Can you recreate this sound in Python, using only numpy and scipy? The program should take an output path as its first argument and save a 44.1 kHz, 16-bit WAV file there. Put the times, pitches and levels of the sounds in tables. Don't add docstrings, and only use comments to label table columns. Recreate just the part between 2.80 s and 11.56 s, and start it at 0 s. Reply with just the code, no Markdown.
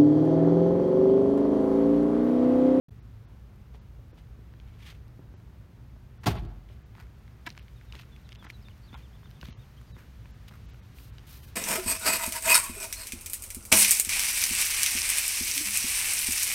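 import sys
import numpy as np
from scipy import signal
from scipy.fft import rfft, irfft
from scipy.io import wavfile
from scipy.ndimage import uniform_filter1d

SR = 44100
rng = np.random.default_rng(int(sys.argv[2]) if len(sys.argv) > 2 else 0)


def volts_from_decibels(level):
    exponent = np.asarray(level, float) / 20
    return 10 ** exponent


def put_to_file(sound):
    columns = np.atleast_2d(sound).T
    safe = np.clip(columns, -1, 1)
    whole_steps = np.round(safe * 32767)
    wavfile.write(sys.argv[1], SR, whole_steps.astype(np.int16))


N = 386139
T = np.arange(N) / SR


def colour(x, table):
    hz, db = np.transpose(table)
    f = np.maximum(np.fft.rfftfreq(len(x), 1 / SR), 1)
    gain = volts_from_decibels(np.interp(np.log(f), np.log(hz), db))
    return irfft(rfft(x) * gain, len(x))


def unit(x):
    return x / np.sqrt(np.mean(x ** 2))


def ring(x, hz, t60):
    pole = np.exp(2j * np.pi * hz / SR - np.log(1000) / (t60 * SR))
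    return signal.lfilter([1], [1, -pole], x).imag


def band(x, lo_hz, hi_hz, order=2):
    edges_hz = [lo_hz, min(hi_hz, .49 * SR)]
    return signal.sosfilt(signal.butter(order, edges_hz, "band", fs=SR, output="sos"), x)


def walk(rate):
    k = int(SR / rate)
    held = np.repeat(rng.standard_normal(N // k + 1), k)
    return uniform_filter1d(uniform_filter1d(held, k), k)[:N]


def add(out, s, x):
    i = int(s * SR)
    out[i:i + len(x)] += x[:N - i]


def door():
    # (time [s], crack level [dB], body level [dB], contact [ms])
    blows = [(3.435, -36, -35, 4.8), (3.458, -18, -28, 3.3), (3.464, -21, -19.5, 2.36),
             (3.4687, -20.5, -16.5, 1.2), (3.476, -27, -18, 1.2), (3.481, -36, -32, 2),
             (3.492, -43, -21, 5), (3.503, -37, -34, 4.9), (3.548, -39, -20, 9), (3.575, -53, -29.5, 3.9),
             (3.62, -50, -28, 3.1), (3.648, -50, -34, 1.6)]
    # (frequency [Hz], level [dB], t60 [s])
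    cab = [(47.5, -7, 0.8), (63.4, 1, 0.17), (85, -13, 0.2), (105.2, -7.5, 0.23), (120, 8.5, 0.064),
           (150, 6, 0.045), (201, -10, 0.19), (238.7, -11, 0.17), (344.5, 0, 0.11), (400, -9, 0.11),
           (562, -16, 0.043), (719, -2, 0.06), (823, -1.5, 0.059), (960, -7, 0.056), (1090, 0, 0.05),
           (1310, -2, 0.057), (1490, -19, .07), (2000, -13, 0.052), (2660, -21.5, .06), (3480, -22.5, .06),
           (5000, -16.5, .05)]
    # (frequency [Hz], level [dB per Hz])
    crack_colour = [(380, -27), (650, -10.5), (1290, -9.5), (1800, -16.5), (1950, -14), (2200, -24),
                    (2660, -16), (4730, -14.5), (5120, -20), (6790, -22), (10300, -26.5), (13600, -34),
                    (16000, -27)]
    # (frequency [Hz], level [dB per Hz])
    rattle_colour = [(180, -27), (300, -3), (486, -10), (842, -6), (1140, -12), (1320, -13.5), (2930, -15),
                     (4440, -20.5), (5250, -24), (16000, -33)]
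    start_s, crack_decay_s = 3.4, 0.0044
    rattle_t60_s, rattle_db = 0.14, -13.5
    lot_t60_s, lot_db, lot_patchy_db = 0.62, -22.5, 3.5
    cab_lag = int(0.0237 * SR)

    t = np.arange(SR) / SR
    push, crack, rattle = np.zeros((3, SR))
    for s, crack_db, body_db, ms in blows:
        u = np.clip(t - (s - start_s), 0, None)
        half_sine = np.where(u < ms / 1000, np.sin(np.pi * u / (ms / 1000)), 0)
        push += volts_from_decibels(body_db) * half_sine / (ms * SR / 1000)
        rise = volts_from_decibels(crack_db) * np.clip(u / 0.004, 0, 1)
        crack += rise * np.exp(-u / crack_decay_s) * min(2 / ms, 1) ** 2
        rattle += rise * volts_from_decibels(rattle_db) * np.exp(-np.log(1000) * u / rattle_t60_s)
    sharp = np.diff(push, prepend=0) * 8 + push

    near = np.zeros(SR)
    for k, (hz, db, t60) in enumerate(cab):
        sign = (-1) ** (k * (hz < 210))
        near += sign * volts_from_decibels(db) * ring(np.roll(sharp, cab_lag * (hz < 115)), hz, t60)
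    near += crack * unit(colour(rng.standard_normal(SR), crack_colour))
    flicker = volts_from_decibels(2.2 * walk(253.3)[:SR])
    near += rattle * flicker * unit(colour(rng.standard_normal(SR), rattle_colour))

    far = rng.standard_normal(SR) * np.exp(-np.log(1000) * t / lot_t60_s) * np.clip(t / 0.094, 0, 1)
    far = band(far, 87, 2010, order=1)
    lumps = volts_from_decibels(lot_db + lot_patchy_db * walk(42.0)[:SR])
    tail = lumps * signal.fftconvolve(near, far)[:SR] / 10
    out = np.zeros(N)
    add(out, start_s, near + tail)
    return out


def buzz():
    # (frequency [Hz], level [dB], t60 [s])
    trim = [(235, 2, .06), (345, 2, .06), (420, 0, .05), (641, 0, .06), (723, 0, .06), (850, -5, .05),
            (1066, -7, .05), (1297, -6, .05), (1480, -8, .04), (1850, -10, .04), (2347, -12, .03),
            (2660, -14, .03), (3300, -14, .02), (4400, -15, .02)]
    start_s, level_db, decay_t60_s, taps_per_s = 3.475, -39, .6, 350
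    u = np.clip(T - start_s, 0, None)
    chance = rng.random((2, N))
    tap_size = volts_from_decibels(-4.0 * np.log(abs(2 * chance[1] - 1) + 1e-6))
    taps = (chance[0] < taps_per_s / SR) * np.sign(chance[1] - .5) * tap_size
    i = slice(int(start_s * SR), int((start_s + 1) * SR))
    chatter = unit(sum(volts_from_decibels(db) * ring(taps[i], hz, t60) for hz, db, t60 in trim))
    out = np.zeros(N)
    out[i] = volts_from_decibels(level_db) * chatter * volts_from_decibels(-60 * u[i] / decay_t60_s) * np.clip(u[i] / .01, 0, 1)
    return out


def case():
    # (time [s], level [dB])
    knocks = [
        (4.659, -41),
        (4.667, -30),
        (4.671, -25),
        (4.674, -23.5),
        (4.677, -27),
        (4.68, -37),
    ]
    # (frequency [Hz], level [dB], t60 [s])
    shell = [(328, -12, 0.018), (694, -13, 0.016), (960, -6, 0.025), (1270, -15, 0.027), (1600, 1, 0.015),
             (1920, -3.5, 0.025), (2220, -2.5, 0.028), (2880, -4.5, 0.014), (3900, -5.5, 0.0073),
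             (5340, -7, 0.007), (7400, -6, 0.0027)]
    start_s, level_db = 4.65, -1.6
    t, push = np.arange(8000) / SR, np.zeros(8000)
    for s, db in knocks:
        add(push, s - start_s, volts_from_decibels(db) * np.exp(-t[:60] / .00004) / 4)
    body = np.zeros(8000)
    for k, (hz, db, t60) in enumerate(shell):
        body += (-1) ** k * volts_from_decibels(db + level_db) * ring(push, hz, t60)
    out = np.zeros(N)
    add(out, start_s, body)
    return out


def clicks():
    snaps = { "seat frame": (980, -25, [(.947, -44.5), (1.38, -48), (1.738, -47), (2.125, -46),
             (2.601, -51)]), "heel grit": (1050, -24, [(4.152, -42), (4.182, -40), (4.205, -40.5),
             (5.135, -42), (5.147, -39), (5.197, -40.5), (5.626, -40), (5.652, -37), (5.668, -37),
             (5.885, -37.5), (6.13, -43), (6.143, -35), (6.15, -38), (6.156, -38), (6.432, -46),
             (6.629, -34), (6.656, -44), (6.685, -46), (7.166, -40.5), (7.217, -54), (7.457, -41),
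             (7.711, -45)]), "toe grit": (1590, -25, [(4.751, -45), (4.768, -46), (4.777, -32),
             (5.012, -44), (5.165, -43), (5.202, -42), (5.234, -45), (6.458, -46), (7.014, -47),
             (7.723, -47), (7.945, -46), (6.63, -37), (8.383, -45), (8.677, -49)]), }
    rattles = { "case latch": (2420, -32, [(1.8, -43.5), (3.889, -50), (4.479, -47), (4.726, -47),
               (4.795, -50), (4.882, -45), (5.153, -34.5), (5.363, -45), (5.491, -38.5), (5.521, -36.5),
               (5.528, -36), (5.701, -30), (8.186, -41.5)]), "case handle": (3000, -20, [(4.703, -32),
               (5.124, -34), (5.221, -46), (5.191, -39), (5.551, -44), (5.557, -40), (6.512, -44),
               (6.613, -33), (6.672, -46), (6.709, -47), (6.728, -43.5), (6.657, -40), (6.686, -41),
               (8.383, -40), (8.394, -48), (8.482, -47), (8.633, -47)]),
               "dry stalk": (3000, 3.7, [(.759, -60), (2.281, -57), (4.211, -52), (6.506, -51),
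               (7.684, -44), (8.473, -55.5), (8.492, -47)]), }
    # (time [s], peak level [dB], ring [Hz])
    soft_knocks = [
        (.945, -47, 420),
        (1.19, -49, 407),
        (1.33, -43, 328),
        (1.59, -40, 286),
        (2.392, -39, 280),
        (2.539, -39, 255),
        (3.163, -47.5, 394),
        (3.9, -45.5, 415),
    ]
    # (time [s], peak level [dB])
    heels = [
        (4.668, -44),
        (5.151, -45),
        (5.65, -43),
        (6.13, -43.5),
        (6.632, -32),
        (6.685, -34.5),
        (7.168, -41.5),
        (7.71, -47),
    ]
    heel_hz = 237.5
    pitch_spread = 0.058

    out, t = np.zeros(N), np.arange(2600) / SR
    for kind_hz, top_db, hits in {**snaps, **rattles}.values():
        for (s, db), noise in zip(hits, rng.standard_normal((len(hits), len(t)))):
            hz = kind_hz * (1 + pitch_spread * noise[-1])
            burst = noise * np.exp(-t / .0004)
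            tone = ring(burst, hz, .009) + .7 * ring(burst, 1.3 * hz, .006)
            wide = band(noise * np.exp(-t / .0012), .65 * hz, 1.3 * hz + 700)
            tick = band(burst, 6000, 16000)
            main = tone / abs(tone).max() + 0.73 * wide / abs(wide).max()
            add(out, s, volts_from_decibels(db) * (0.75 * main + volts_from_decibels(top_db) * tick / abs(tick).max()))

    thuds = soft_knocks + [(s, db, heel_hz) for s, db in heels]
    for (s, db, hz), noise in zip(thuds, rng.standard_normal((len(thuds), len(t)))):
        push = noise * np.exp(-t / 0.0044)
        knock = ring(push, hz, .04) + .8 * ring(push, 1.4 * hz, .03)
        knock += .5 * ring(push, .7 * hz, .04) + .25 * ring(push, 2.3 * hz, .02)
        add(out, s, volts_from_decibels(db) * knock / abs(knock).max())
    return out


def scuffs():
    sliders = { "cloth and seal": (2630, [(.93, 0.043, -70), (1.367, 0.053, -70.5), (1.767, 0.35, -78),
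               (1.98, 0.22, -65), (2.05, .075, -59), (3.557, 0.059, -59), (3.879, 0.11, -72.5)]),
               "heel": (1560, [(3.432, .024, -53), (4.145, 0.14, -64.5), (5.622, 0.074, -58.5),
               (6.124, 0.072, -62), (7.156, 0.13, -66.5), (7.705, 0.085, -65.5)]),
               "sole": (2760, [(4.662, 0.023, -50), (4.68, 0.063, -62), (4.76, 0.09, -68),
               (5.122, 0.073, -61), (5.175, 0.069, -61.5), (5.483, 0.15, -75), (5.689, 0.03, -57.5),
               (6.175, 0.061, -67), (6.605, 0.16, -62), (7.677, 0.024, -59), (7.863, 0.1, -72)]),
               "grass": (4050, [(8.142, 0.17, -72.5), (8.465, 0.082, -68), (8.51, 0.12, -70),
               (8.6, 0.12, -69)]), }
    # (from time [s], hiss over the grit [dB], grain unevenness [dB])
    ground_kinds = [
        (0, -26, 2.5),
        (4, -20, 5),
        (6.16, -8, 4),
        (8, 13.5, 1),
    ]
    # (time [s], level [dB])
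    rustle = [(4, -73), (5, -67), (8, -65), (8.76, -62)]
    # (time [s], length [s], centre [Hz], half width [Hz], level [dB])
    squeak = (1.79, .22, 2200, 200, -74)

    since, hiss_db, grain_db = np.transpose(ground_kinds)
    ground = np.searchsorted(since, T, side="right").clip(1) - 1
    unevenness = walk(700) + .7 * walk(120)
    grains = rng.standard_normal(N) * volts_from_decibels(grain_db[ground] * unevenness)
    hiss = unit(band(grains, 4400, 19600, order=1))

    s, db = np.transpose(rustle)
    cloth = unit(band(rng.standard_normal(N), 670, 2740, order=1))
    out = volts_from_decibels(np.interp(T, s, db)) * (cloth + 0.24 * hiss)

    s, length, hz, width, db = squeak
    count = int(length * SR)
    vinyl = unit(band(grains[:count], hz - width, hz + width))
    add(out, s, volts_from_decibels(db) * np.hanning(count) ** .5 * vinyl)

    patchy = volts_from_decibels(2 * walk(150))
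    for hz, slides in sliders.values():
        for s, length, db in slides:
            i = slice(int(s * SR), min(int((s + length) * SR), N))
            swell = abs(np.sin(np.pi * np.linspace(0, 1, len(T[i])) ** 0.73)) ** 0.92
            grit = unit(band(grains[i], hz / 1.74, hz * 1.4))
            grit = grit + 1.2 * unit(band(grains[i], hz / 4, hz * 1.62, order=1))
            out[i] += volts_from_decibels(db) * patchy[i] * swell * (grit + volts_from_decibels(hiss_db[ground[i]]) * hiss[i])
    return out


def bird():
    song = { "droop": [(4.96, .029, 3720, -65.5), (5.585, 0.046, 3440, -59.5)],
            "flat": [(5.317, 0.042, 3460, -61), (5.551, 0.013, 3350, -58), (5.907, .014, 2900, -62),
            (6.152, .02, 3270, -60)], "fall": [(5.08, 0.03, 3700, -64), (7.118, .045, 3800, -62)],
            "dive": [(5.891, 0.0146, 3300, -64), (6.073, .033, 3710, -61.5)],
            "scoop": [(5.726, 0.042, 3900, -61)], "cup": [(5.843, 0.044, 3570, -59.5)],
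            "hook": [(5.445, 0.033, 4000, -66), (6.221, 0.052, 3600, -65), (6.545, 0.046, 3620, -69)],
            "tip": [(5.81, 0.029, 5250, -66)], "arch": [(6.328, .045, 3500, -66), (6.432, .045, 3630, -64),
            (6.775, .07, 3735, -66.5)], "bow": [(6.12, 0.034, 3600, -58)],
            "rise": [(5.503, .019, 3600, -64), (6.965, .026, 3150, -62)], "lift": [(6.025, .05, 4580, -69),
            (6.03, .045, 4260, -73)], "slide": [(7.065, .06, 4450, -71)], }
    slurs = {"droop": (1.01, .9, 1), "flat": (1.015, .975, 1), "fall": (1.07, .95, 1),
             "dive": (1.14, .87, 1), "scoop": (1.15, 1.03, 1), "cup": (1.15, 1.08, .8),
             "hook": (.82, .72, .6), "tip": (.97, .84, .6), "arch": (.86, .74, 1.2), "bow": (.87, .94, .9),
             "rise": (.92, 1.06, 1), "lift": (.98, 1.015, 1), "slide": (1.12, .89, 1.4)}
    # (time [s], length [s], centre [Hz], half width [Hz], level [dB])
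    whine = (6.2, 1, 13447, 60, -88)

    out = np.zeros(N)
    for name, notes in song.items():
        start, end, early = slurs[name]
        for s, length, mid_hz, db in notes:
            v = np.linspace(0, 1, int(length * SR))
            u = v ** early
            hz = mid_hz * (start * (1 - u) * (1 - 2 * u) + 4 * u * (1 - u) + end * u * (2 * u - 1))
            swell = abs(np.sin(np.pi * v)) ** 0.4
            add(out, s, volts_from_decibels(db) * swell * np.sin(2 * np.pi * np.cumsum(hz) / SR))
    out *= volts_from_decibels(1.5 * walk(150))
    echo = rng.standard_normal(2000) * np.exp(-np.arange(2000) / 500) * .03
    out = out + signal.fftconvolve(out, echo)[:N]

    s, length, hz, width, db = whine
    count = int(length * SR)
    thin = unit(band(rng.standard_normal(count), hz - width, hz + width))
    add(out, s, volts_from_decibels(db) * np.hanning(count) ** .3 * thin)
    return out


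def town():
    # (frequency [Hz], level [dB per Hz])
    far_colour = [(18, -53), (30, -11), (43, -1.5), (64, 2.5), (86, -4.5), (118, -12), (141, -9.5),
                  (227, -17), (259, -22.5), (394, -25.5), (632, -31.5), (1390, -35), (5310, -51.5),
                  (13000, -55), (16000, -52)]
    # (time [s], rumble level [dB])
    rumble = [(0, -47), (1, -49), (2.2, -47.5), (3, -49.5), (4, -49), (5.5, -49), (7.3, -48.5), (8.76, -48)]
    # (frequency [Hz], width [Hz], level [dB])
    drone = [(59.1, 14, -49.5), (113.8, 29.2, -51)]
    air = rfft(unit(colour(rng.standard_normal(N), far_colour)) * volts_from_decibels(-48))
    octave = np.clip(np.log2(np.maximum(np.fft.rfftfreq(N, 1 / SR), 1) / 110), 0, 7)
    low, *upper = (irfft(air * np.clip(1 - abs(octave - k), 0, 1), N) for k in range(8))
    low = low * volts_from_decibels(-8.5)
    for hz, width, db in drone:
        low += volts_from_decibels(db) * unit(ring(rng.standard_normal(N), hz, 2.74 / width))
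    s, db = np.vstack(rumble).T
    swell = volts_from_decibels(np.interp(T, s, db) - np.median(db))
    return sum(b * volts_from_decibels(1.06 * walk(12)) for b in upper) + low * swell


def scene():
    return (door() + buzz() + case() + clicks() + scuffs() + bird() + town())[None]


def dropouts(x):
    # (from frequency [Hz], surviving height over neighbours [ratio], frame numbers)
    thin_frames = [(7800, 9, (42, 109, 173, 243, 323, 338, 340)), (6800, 9, (288, 289, 290)),
                   (6000, 2.2, (8, 19, 56, 145, 206)), (5000, 1.9, (153, 157)),
                   (4000, 1.9, (239, 243, 264, 344, 357)), (1200, 1.6, (306, 370, 372)),
                   (1300, 1.3, (289, 290))]
    frame, offset = 1024, 552
    x = x.copy()
    window = np.sin(np.pi * (np.arange(2 * frame) + .5) / (2 * frame))
    f = np.fft.rfftfreq(2 * frame, 1 / SR)
    for hz, height, frames in thin_frames:
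        lost = np.zeros(N)
        for k in frames:
            i = offset + int(frame * (k - .37))
            lines = rfft(window * x[i:i + 2 * frame])
            around = uniform_filter1d(abs(lines), size=41)
            weak = (abs(lines) < height * around) & (f > hz)
            lost[i:i + 2 * frame] += window * irfft(lines * weak)
        x -= .97 * lost
    return x


def band_limit(x):
    return signal.sosfilt(signal.butter(12, 16450, fs=SR, output="sos"), x)


def record(dry):
    # (frequency [Hz], level [dB])
    treble_colour = [(5000, 0), (6500, -0.5), (7800, -4), (9200, -1), (10500, -4.5), (11800, 1), (13500, 2.5),
                     (15000, -2)]
    start_s, stutter_s, end_s, frame = .0832, .012, 8.7565, 1024
    x = colour(dry[0], treble_colour)
    x = signal.sosfilt(signal.butter(4, 43, "high", fs=SR, output="sos"), x)
    x = signal.sosfilt(signal.ellip(8, .2, 60, 15800, fs=SR, output="sos"), x)
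    x = dropouts(x)
    x = x * np.clip((T - start_s - frame / SR) / 0.0026, 0, 1) * (T < end_s)
    first, count = int(start_s * SR), int(stutter_s * SR)
    scrap = x[first + frame:first + frame + count]
    x[first:first + count] = scrap * np.clip(np.linspace(12, 0, count), 0, 1)
    return band_limit(x[None])


dry = scene()
out = record(dry)
put_to_file(out)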